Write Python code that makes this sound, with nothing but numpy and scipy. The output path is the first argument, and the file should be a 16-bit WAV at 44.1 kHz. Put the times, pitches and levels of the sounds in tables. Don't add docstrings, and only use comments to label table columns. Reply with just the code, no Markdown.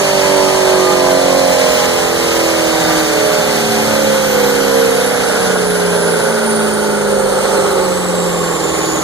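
import sys
import numpy as np
from scipy import signal
from scipy.fft import rfft, irfft
from scipy.io import wavfile
from scipy.ndimage import uniform_filter1d

SR = 44100
rng = np.random.default_rng(int(sys.argv[2]) if len(sys.argv) > 2 else 0)


def generate_wav(sig):
    pcm = np.round(np.clip(np.atleast_2d(sig).T, -1, 1) * 32767).astype(np.int16)
    wavfile.write(sys.argv[1], SR, pcm)


N = 398223
T = np.arange(N) / SR
HZ = np.fft.rfftfreq(N, 1 / SR)
WHEEL_RATIO, DRUM_RATIO = 0.6333, 0.344
# frequency_hz, lead_rad
LEFT_LEAD = [(20, -1.5), (200, -0.82), (340, -0.26), (530, -1), (640, -1.5), (880, 0.25), (1700, -0.47),
             (2100, -2.5), (3000, -3.5), (3650, -7), (4400, -5), (4900, -10.5), (5700, -8), (6400, -13.5),
             (7200, -13.5), (15000, -28)]


def amp(db):
    return 10 ** (np.asarray(db) / 20)


def unit_rms(x):
    return x / np.sqrt(np.mean(np.abs(x) ** 2) + 1e-20)


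def curve(rows, t=T):
    return np.interp(t, *np.transpose(rows))


def lookup(rows, hz, column=1):
    rows = np.array(rows, float)
    return np.interp(np.log(hz + 1e-6), np.log(rows[:, 0]), rows[:, column])


def wander(hz):
    return unit_rms(irfft(rfft(rng.standard_normal(N)) * np.exp(-0.5 * (HZ / hz) ** 2), N))


def peak(hz, width_hz):
    return 1 / (1 + (2 * (HZ - hz) / width_hz) ** 2)


def swell(peak_s, length_s):
    return np.exp(-(2 * (T - peak_s) / length_s) ** 2)


def causal(gain):
    log_gain = np.log(gain + 1e-6)
    cepstrum = irfft(log_gain, N)
    return np.exp(log_gain + 2j * rfft(cepstrum[:, :N // 2], N).imag)


def microphone(common, other, hz=HZ):
    # frequency_hz, coherence
    likeness = [(50, 0.97), (200, 0.97), (700, 0.56), (1150, 0.95), (1600, 0.76), (1900, 0.05), (2350, 1),
                (2750, 1.), (3400, 0.055), (4000, 0.9), (4600, 0.57), (5400, 0.75), (6100, 0.24),
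                (6700, 0.56), (14000, 0.17)]
    # frequency_hz, left_minus_right_db
    balance = [(60, 5), (180, 3), (400, -3.5), (750, -2.5), (1500, 0.5), (2700, 1.5), (5000, -1.5),
               (7000, -2.5), (9500, -9), (15000, -8.5)]
    same = np.clip(lookup(likeness, hz), 0, 1)
    left = (same * common + np.sqrt(1 - same ** 2) * other) * np.exp(1j * lookup(LEFT_LEAD, hz))
    tilt = amp(lookup(balance, hz))
    return np.array([left * tilt, common]) * np.sqrt(2 / (1 + tilt ** 2))


def workshop(x, t60_s):
    tails = rng.standard_normal((2, SR)) * amp(-60 * T[:SR] / t60_s)
    tails /= np.linalg.norm(tails, axis=1, keepdims=True)
    return irfft(microphone(*(rfft(tails, N) * rfft(x))), N)


def pipes_and_room(x, valley_db=-20):
    # pitch_hz, width_hz, level_db, left_minus_right_db
    resonances = [(179, 21.2, -1.5, 3), (219.8, 28.6, 0, 0.5), (266.5, 24.3, -3.0, -1.5),
                  (289, 7.1, -4, -5), (321.8, 36.5, -2.5, -3), (374, 28.4, -2.5, -6.5),
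                  (409.8, 22.6, 4, -1), (425, 22, 0.5, -12.5), (460.2, 28, 1.5, -2), (481.2, 34.4, -1, -8),
                  (518, 17, -1.5, 7), (535.4, 25, 8, -3.5), (585.4, 57, 2.5, -7), (613, 19.5, 4, -7.5),
                  (642.6, 14.3, 0, -7), (718, 46, -2, -4.5), (763, 49, -5.5, -12), (842, 160, -11, -17),
                  (1005, 124, -1.5, -0.5), (1214, 107, -1.5, -2)]
    # pitch_hz, width_hz, left_db, right_db
    dead_spots = [(190.3, 3, -6, -8), (234, 22, -9.5, -13), (280.7, 5.8, -1.5, -9), (305, 15, -4.5, -6.5),
                  (354, 13, -17, -5), (449.6, 6, -22, -21), (501, 10, -5, 1), (555.6, 11, -10.5, -8),
                  (668, 14, -6, -3)]
    power = np.full((2, len(HZ)), amp(valley_db) ** 2)
    for hz, width, db, side_db in resonances:
        share = amp([[side_db], [0]]) ** 2
        power += 2 * share / share.sum() * amp(db) ** 2 * peak(hz, width) ** 2
    dips_db = np.zeros_like(power)
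    for hz, width, left_db, right_db in dead_spots:
        dips_db += np.outer([left_db, right_db], peak(hz, width) ** 2)
    spectrum = rfft(x) * causal(np.sqrt(power) * amp(dips_db))
    lead = np.outer([1, 0], lookup(LEFT_LEAD, HZ))
    return irfft(spectrum * np.exp(1j * lead), N)


def exhaust(speed, cycles, gain_db=-0.9, jitter_cycles=0.00025, unsteady=0.07,
            throb_order=13, scatter=0.11, smear=0.042, fading=2.1, crowded_hz=680, crowded_db=-3.5):
    # order, high_revs_db, middle_revs_db, low_revs_db
    orders = [(2, -37, -24, -36), (4, -24, -47.5, -20.5), (5, -34, -42, -31.0), (6, -20.5, -19, -23),
              (7, -31.5, -36.5, -57), (8, -14, -19.5, -17.5), (9, -34, -27.5, -36.5), (10, -31, -33, -32),
              (11, -17.5, -25, -45), (12, -18, -30, -34), (13, -20, -33.5, -42), (14, -14.5, -18, -29),
              (15, -43.5, -17.5, -30.5), (16, -18, -27, -20.5), (17, -19.5, -41.5, -21),
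              (18, -14, -36.5, -31.5), (19, -14.5, -30, -28), (20, -24, -33, -30), (21, -24, -39, -30.5),
              (22, -26, -23.5, -32.5), (23, -22, -34.5, -34), (24, -22.5, -30.5, -36), (25, -37, -40, -45),
              (26, -22, -35, -35), (28, -24, -36, -39), (30, -20.5, -29, -39), (34, -12, -32, -38)]
    # peak_s, length_s, order, gain_db
    blooms = [(0.28, 0.89, 11, -13), (0.3, 0.39, 10, 5), (0.9, 0.3, 7, 9), (1.15, 0.39, 11, 5),
              (1.4, 1.0, 18, 4.5), (1.65, 0.73, 12, -1), (1.808, 0.78, 10, 11), (1.9, 0.6, 24, 7),
              (2.1, 0.44, 17, 3), (2.396, 0.17, 13, 1), (2.6, 0.89, 15, 5), (2.65, 0.6, 28, 4),
              (2.85, 1.8, 14, -14.5), (2.9, 0.4, 17, 10), (3.355, 0.38, 16, 7), (3.45, 0.37, 15, -9),
              (3.7, 0.35, 20, 14), (3.85, 1.2, 13, 4.5), (3.85, 0.55, 16, -10), (3.973, 0.34, 17, 17),
              (4.7, 0.36, 15, -8), (4.758, 0.72, 14, 4.5), (4.94, 0.58, 16, 5), (5.2, 0.5, 26, 17),
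              (5.45, 0.68, 7, 11), (5.5, 0.6, 12, 1), (5.9, 0.44, 14, 1.5), (6.0, 0.5, 21, 8),
              (6.1, 0.77, 18, 9), (6.5, 0.5, 15, 1), (6.5, 0.7, 14, -4), (6.51, 0.47, 20, -8),
              (7.2, 1.1, 19, 2), (7.306, 0.55, 21, 13), (7.603, 0.29, 22, 5), (7.702, 0.44, 17, 6),
              (7.75, 0.35, 16, 3.5), (8.0, 0.73, 18, 4), (8.046, 1, 23, 12.5), (8.42, 0.73, 24, 12.5)]
    # time_s, gain_db
    effort = [(0.0, -2), (0.3, 0.6), (0.8, 1.4), (1.6, -0.5), (2.1, -2), (2.4, 1.5), (3.3, 0), (4.3, -1.5),
              (4.8, -0.5), (5.6, -0.5), (6.5, 0), (7.6, 0.5), (8.1, -2.5), (9.0, 1.5)]
    revs = (speed - speed.min()) / np.ptp(speed)
    angle = 2 * np.pi * (cycles + jitter_cycles * wander(hz=28))
    knots_s = np.linspace(0, T[-1], 110)
    blasts = np.zeros(N)
    for order, high_db, middle_db, low_db in orders:
        db = np.interp(revs, [0, 0.5, 1], [low_db, middle_db, high_db])
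        for peak_s, length_s, bloom_order, bloom_db in blooms:
            if bloom_order == order:
                db += bloom_db * swell(peak_s, length_s)
        crowded = np.clip((order * speed - crowded_hz) / 300, 0.03, 1)
        chance = np.interp(T, knots_s, rng.standard_normal((len(knots_s), 2)) @ [1, 1j])
        fade = (1 + fading * crowded * unit_rms(chance)) / np.sqrt(1 + (fading * crowded) ** 2)
        looseness = min(scatter * abs(order - throb_order), 1)
        lag = np.pi * smear * order ** 2 + 2 * np.pi * looseness * (rng.random() - 0.5)
        tone = (fade * np.exp(1j * (order * angle - lag))).real
        blasts += np.sqrt(2) * amp(db + crowded_db * crowded) * tone
    return pipes_and_room(blasts) * amp(curve(effort) + gain_db) * (1 + unsteady * wander(hz=4))


def burble(cycles, throb=0.77, firing_depth=0.85, clump_db=1.0, low_hz=330, top_hz=700,
           stereo_spread=0.64, rasp_db=-12):
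    # time_s, level_db
    surges = [(0, -32), (4.9, -31), (5.3, -21), (5.6, -23.5), (6.45, -23), (7.05, -28.5), (7.55, -20),
              (7.85, -22.5), (7.98, -25), (8.5, -25.5), (8.85, -24)]
    gas = rng.standard_normal(N) + stereo_spread * rng.standard_normal((2, N))
    puffs = gas * (1 + firing_depth * np.cos(2 * np.pi * 8 * cycles))
    band = 1 / np.sqrt((1 + (HZ / top_hz) ** 6) * (1 + (low_hz / (HZ + 1)) ** 4))
    body = unit_rms(pipes_and_room(irfft(rfft(puffs) * band, N)))
    rasp = unit_rms(irfft(rfft(puffs[0]) * peak(hz=1330, width_hz=260), N))
    lumps = unit_rms((1 + throb * np.cos(2 * np.pi * cycles)) * amp(clump_db * wander(hz=25)))
    return (body + amp(rasp_db) * rasp) * lumps * amp(curve(surges))


def rolling(turns, harmonics, size=8192):
    per_turn = np.arange(size // 2 + 1)
    heights = amp(lookup(harmonics, per_turn)) * (per_turn > 0) * (per_turn <= harmonics[-1][0])
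    phases = np.exp(2j * np.pi * rng.random(len(per_turn)))
    surface = irfft(heights * phases) * size / np.sqrt(2)
    return np.interp(turns % 1 * size, np.arange(size), surface)


def wheels(cycles, slip_turns=0.00085):
    # bumps_per_turn, level_db
    tread = [(20, -55.5), (28, -57), (31, -38), (33, -49), (36, -42), (42, -46), (60, -41), (73, -41.5),
             (80, -37), (88, -36.5), (94, -46), (103, -44), (112, -58), (130, -61), (142, -51), (146, -43),
             (150, -50), (166, -62), (186, -52), (208, -68), (258, -68), (272, -55), (290, -70)]
    # bumps_per_turn, level_db
    drum_shape = [(1, -60), (2, -62), (4, -36.5), (7, -57), (9, -37), (11, -50.5), (12, -39), (13, -39),
                  (14, -54.5), (22, -56), (30, -56)]
    # frequency_hz, gain_db
    frame = [(30, -36), (62, -8.5), (88, -10.5), (120, -11.5), (155, 3.5), (210, 2.5), (270, 6.5),
             (680, 1.5), (860, 5), (1000, -5.5), (1250, -3), (1580, 0), (1900, -18), (2600, -10),
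             (4000, 3.5)]
    spectra = []
    for _ in range(2):
        tyre = rolling(WHEEL_RATIO * cycles + slip_turns * wander(hz=5.1), tread)
        drum = rolling(DRUM_RATIO * cycles, drum_shape)
        spectra.append(rfft(tyre + drum) * amp(lookup(frame, HZ)))
    return irfft(microphone(*spectra), N)


def air_rush(patchy_db=1.0, flicker_db=0.5, size=512):
    # time_s, level_db
    treble = [(0.08, -23), (1.31, -24.5), (1.75, -21.5), (2.14, -25.5), (2.24, -23), (5.52, -26),
              (5.55, -28.5), (6.1, -28), (7.18, -31.5), (7.52, -28), (8.01, -31), (8.9, -28.5)]
    # frequency_hz, density_db, share_of_treble_change
    colour = [(20, -89, 0), (55, -81, 0.025), (111, -53.5, 0.032), (202, -62, 0.3), (686, -56, 0.5),
              (1410, -56, 0.28), (2240, -56, 1), (3500, -60.5, 0.81), (6100, -61, 0.99),
              (7660, -63.5, 0.53), (9350, -63, 0.22), (12000, -69.5, 0.58), (15200, -78.5, 0.69)]
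    hop = size // 4
    t = np.arange(N // hop + 5) * hop / SR
    hz = np.fft.rfftfreq(size, 1 / SR)
    real, imag, other_real, other_imag, patches = rng.standard_normal((5, len(t), len(hz)))
    air = microphone(real + 1j * imag, other_real + 1j * other_imag, hz)
    patches = unit_rms(uniform_filter1d(uniform_filter1d(patches, size=8, axis=0), size=10, axis=1))
    flicker = unit_rms(uniform_filter1d(rng.standard_normal(len(t)), size=6))
    treble_db = curve(treble, t)
    db = lookup(colour, hz) + np.outer(treble_db - treble_db.mean(), lookup(colour, hz, column=2))
    air *= amp(db + patchy_db * patches + flicker_db * flicker[:, None])
    _, rush = signal.istft(air.transpose(0, 2, 1), nperseg=size, noverlap=size - hop)
    return np.sqrt(3 * SR / (2 * size)) * rush[:, :N]


def knurl_whine(drum_turns, knurls=1000, width_hz=55, skirt_hz=170, skirt_gain=0.99, octave_db=-13):
    # time_s, level_db
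    growth = [(1, -38), (3.8, -34), (5, -31.5), (6.2, -26.5), (7, -32), (8, -27), (8.55, -27.5), (8.9, -26)]
    angle = 2 * np.pi * knurls * drum_turns
    fuzz = wander(width_hz) + skirt_gain * wander(skirt_hz)
    tone = fuzz * (np.cos(angle) + amp(octave_db) * np.cos(angle / 2))
    return workshop(unit_rms(tone) * amp(curve(growth)), t60_s=0.33)


def rumbles():
    # peak_s, length_s, pitch_hz, width_hz, level_db
    swells = [(2.398, 1.3, 77, 40, -39), (3.7, 1.1, 133, 70, -35), (7.25, 0.62, 48.5, 40, -38)]
    rumble = np.zeros(N)
    for peak_s, length_s, hz, width, db in swells:
        band = irfft(rfft(rng.standard_normal(N)) * peak(hz, width) ** 2, N)
        rumble += unit_rms(band) * amp(db) * swell(peak_s, length_s)
    return workshop(rumble, t60_s=0.28)


def panels(speed):
    # pitch_hz, width_hz, level_db, engine_cycle_hz, cycle_spread_hz
    modes = [(747.5, 22, -32.5, 28.6, 8.9), (865, 53, -31, 36, 2.3), (879, 27, -31.5, 27, 5),
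             (1088, 52, -27, 20.7, 3.1), (1453, 28, -32.5, 29.7, 8.4)]
    hums = np.zeros((2, N))
    for hz, width, db, at_speed, spread in modes:
        hum = irfft(rfft(rng.standard_normal((2, N))) / (1 + 2j * (HZ - hz) / width) ** 2, N)
        hums += amp(db) * unit_rms(hum) * np.exp(-((speed - at_speed) / spread) ** 2)
    return irfft(microphone(*rfft(hums)), N)


def scene():
    # time_s, engine_cycle_hz
    coast_down = [(0, 49.15), (0.6, 47.36), (1.3, 45.13), (2, 42.82), (3, 39.43), (4, 35.97), (5, 32.5),
                  (6, 29.1), (7, 25.84), (8, 22.72), (9.03, 19.42)]
    # time_s, gain_db
    drone_level = [(0, 1), (2.65, -1), (2.85, 6), (3.1, 2), (4.25, 1), (4.42, 2.5), (4.7, 1.5), (5.2, 1),
                   (5.45, 2.5), (5.7, -2), (6.2, 0.5), (7.05, -1), (7.8, 2.5), (7.95, -4), (8.4, -2)]
    speed = curve(coast_down)
    cycles = np.cumsum(speed) / SR
    engine = exhaust(speed, cycles) + burble(cycles)
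    reflections = amp(-13.5) * workshop(engine[1], t60_s=0.48)
    drone = (wheels(cycles) + panels(speed)) * amp(curve(drone_level))
    return engine + reflections + drone + rumbles() + knurl_whine(DRUM_RATIO * cycles) + air_rush()


def record(dry, cutoff_hz=15400):
    clipped = np.clip(dry, -1, 1)
    low_pass = signal.firwin(511, cutoff_hz, window=("kaiser", 9), fs=SR)
    return signal.oaconvolve(clipped, low_pass[None], "same")


dry = scene()
out = record(dry)
generate_wav(out)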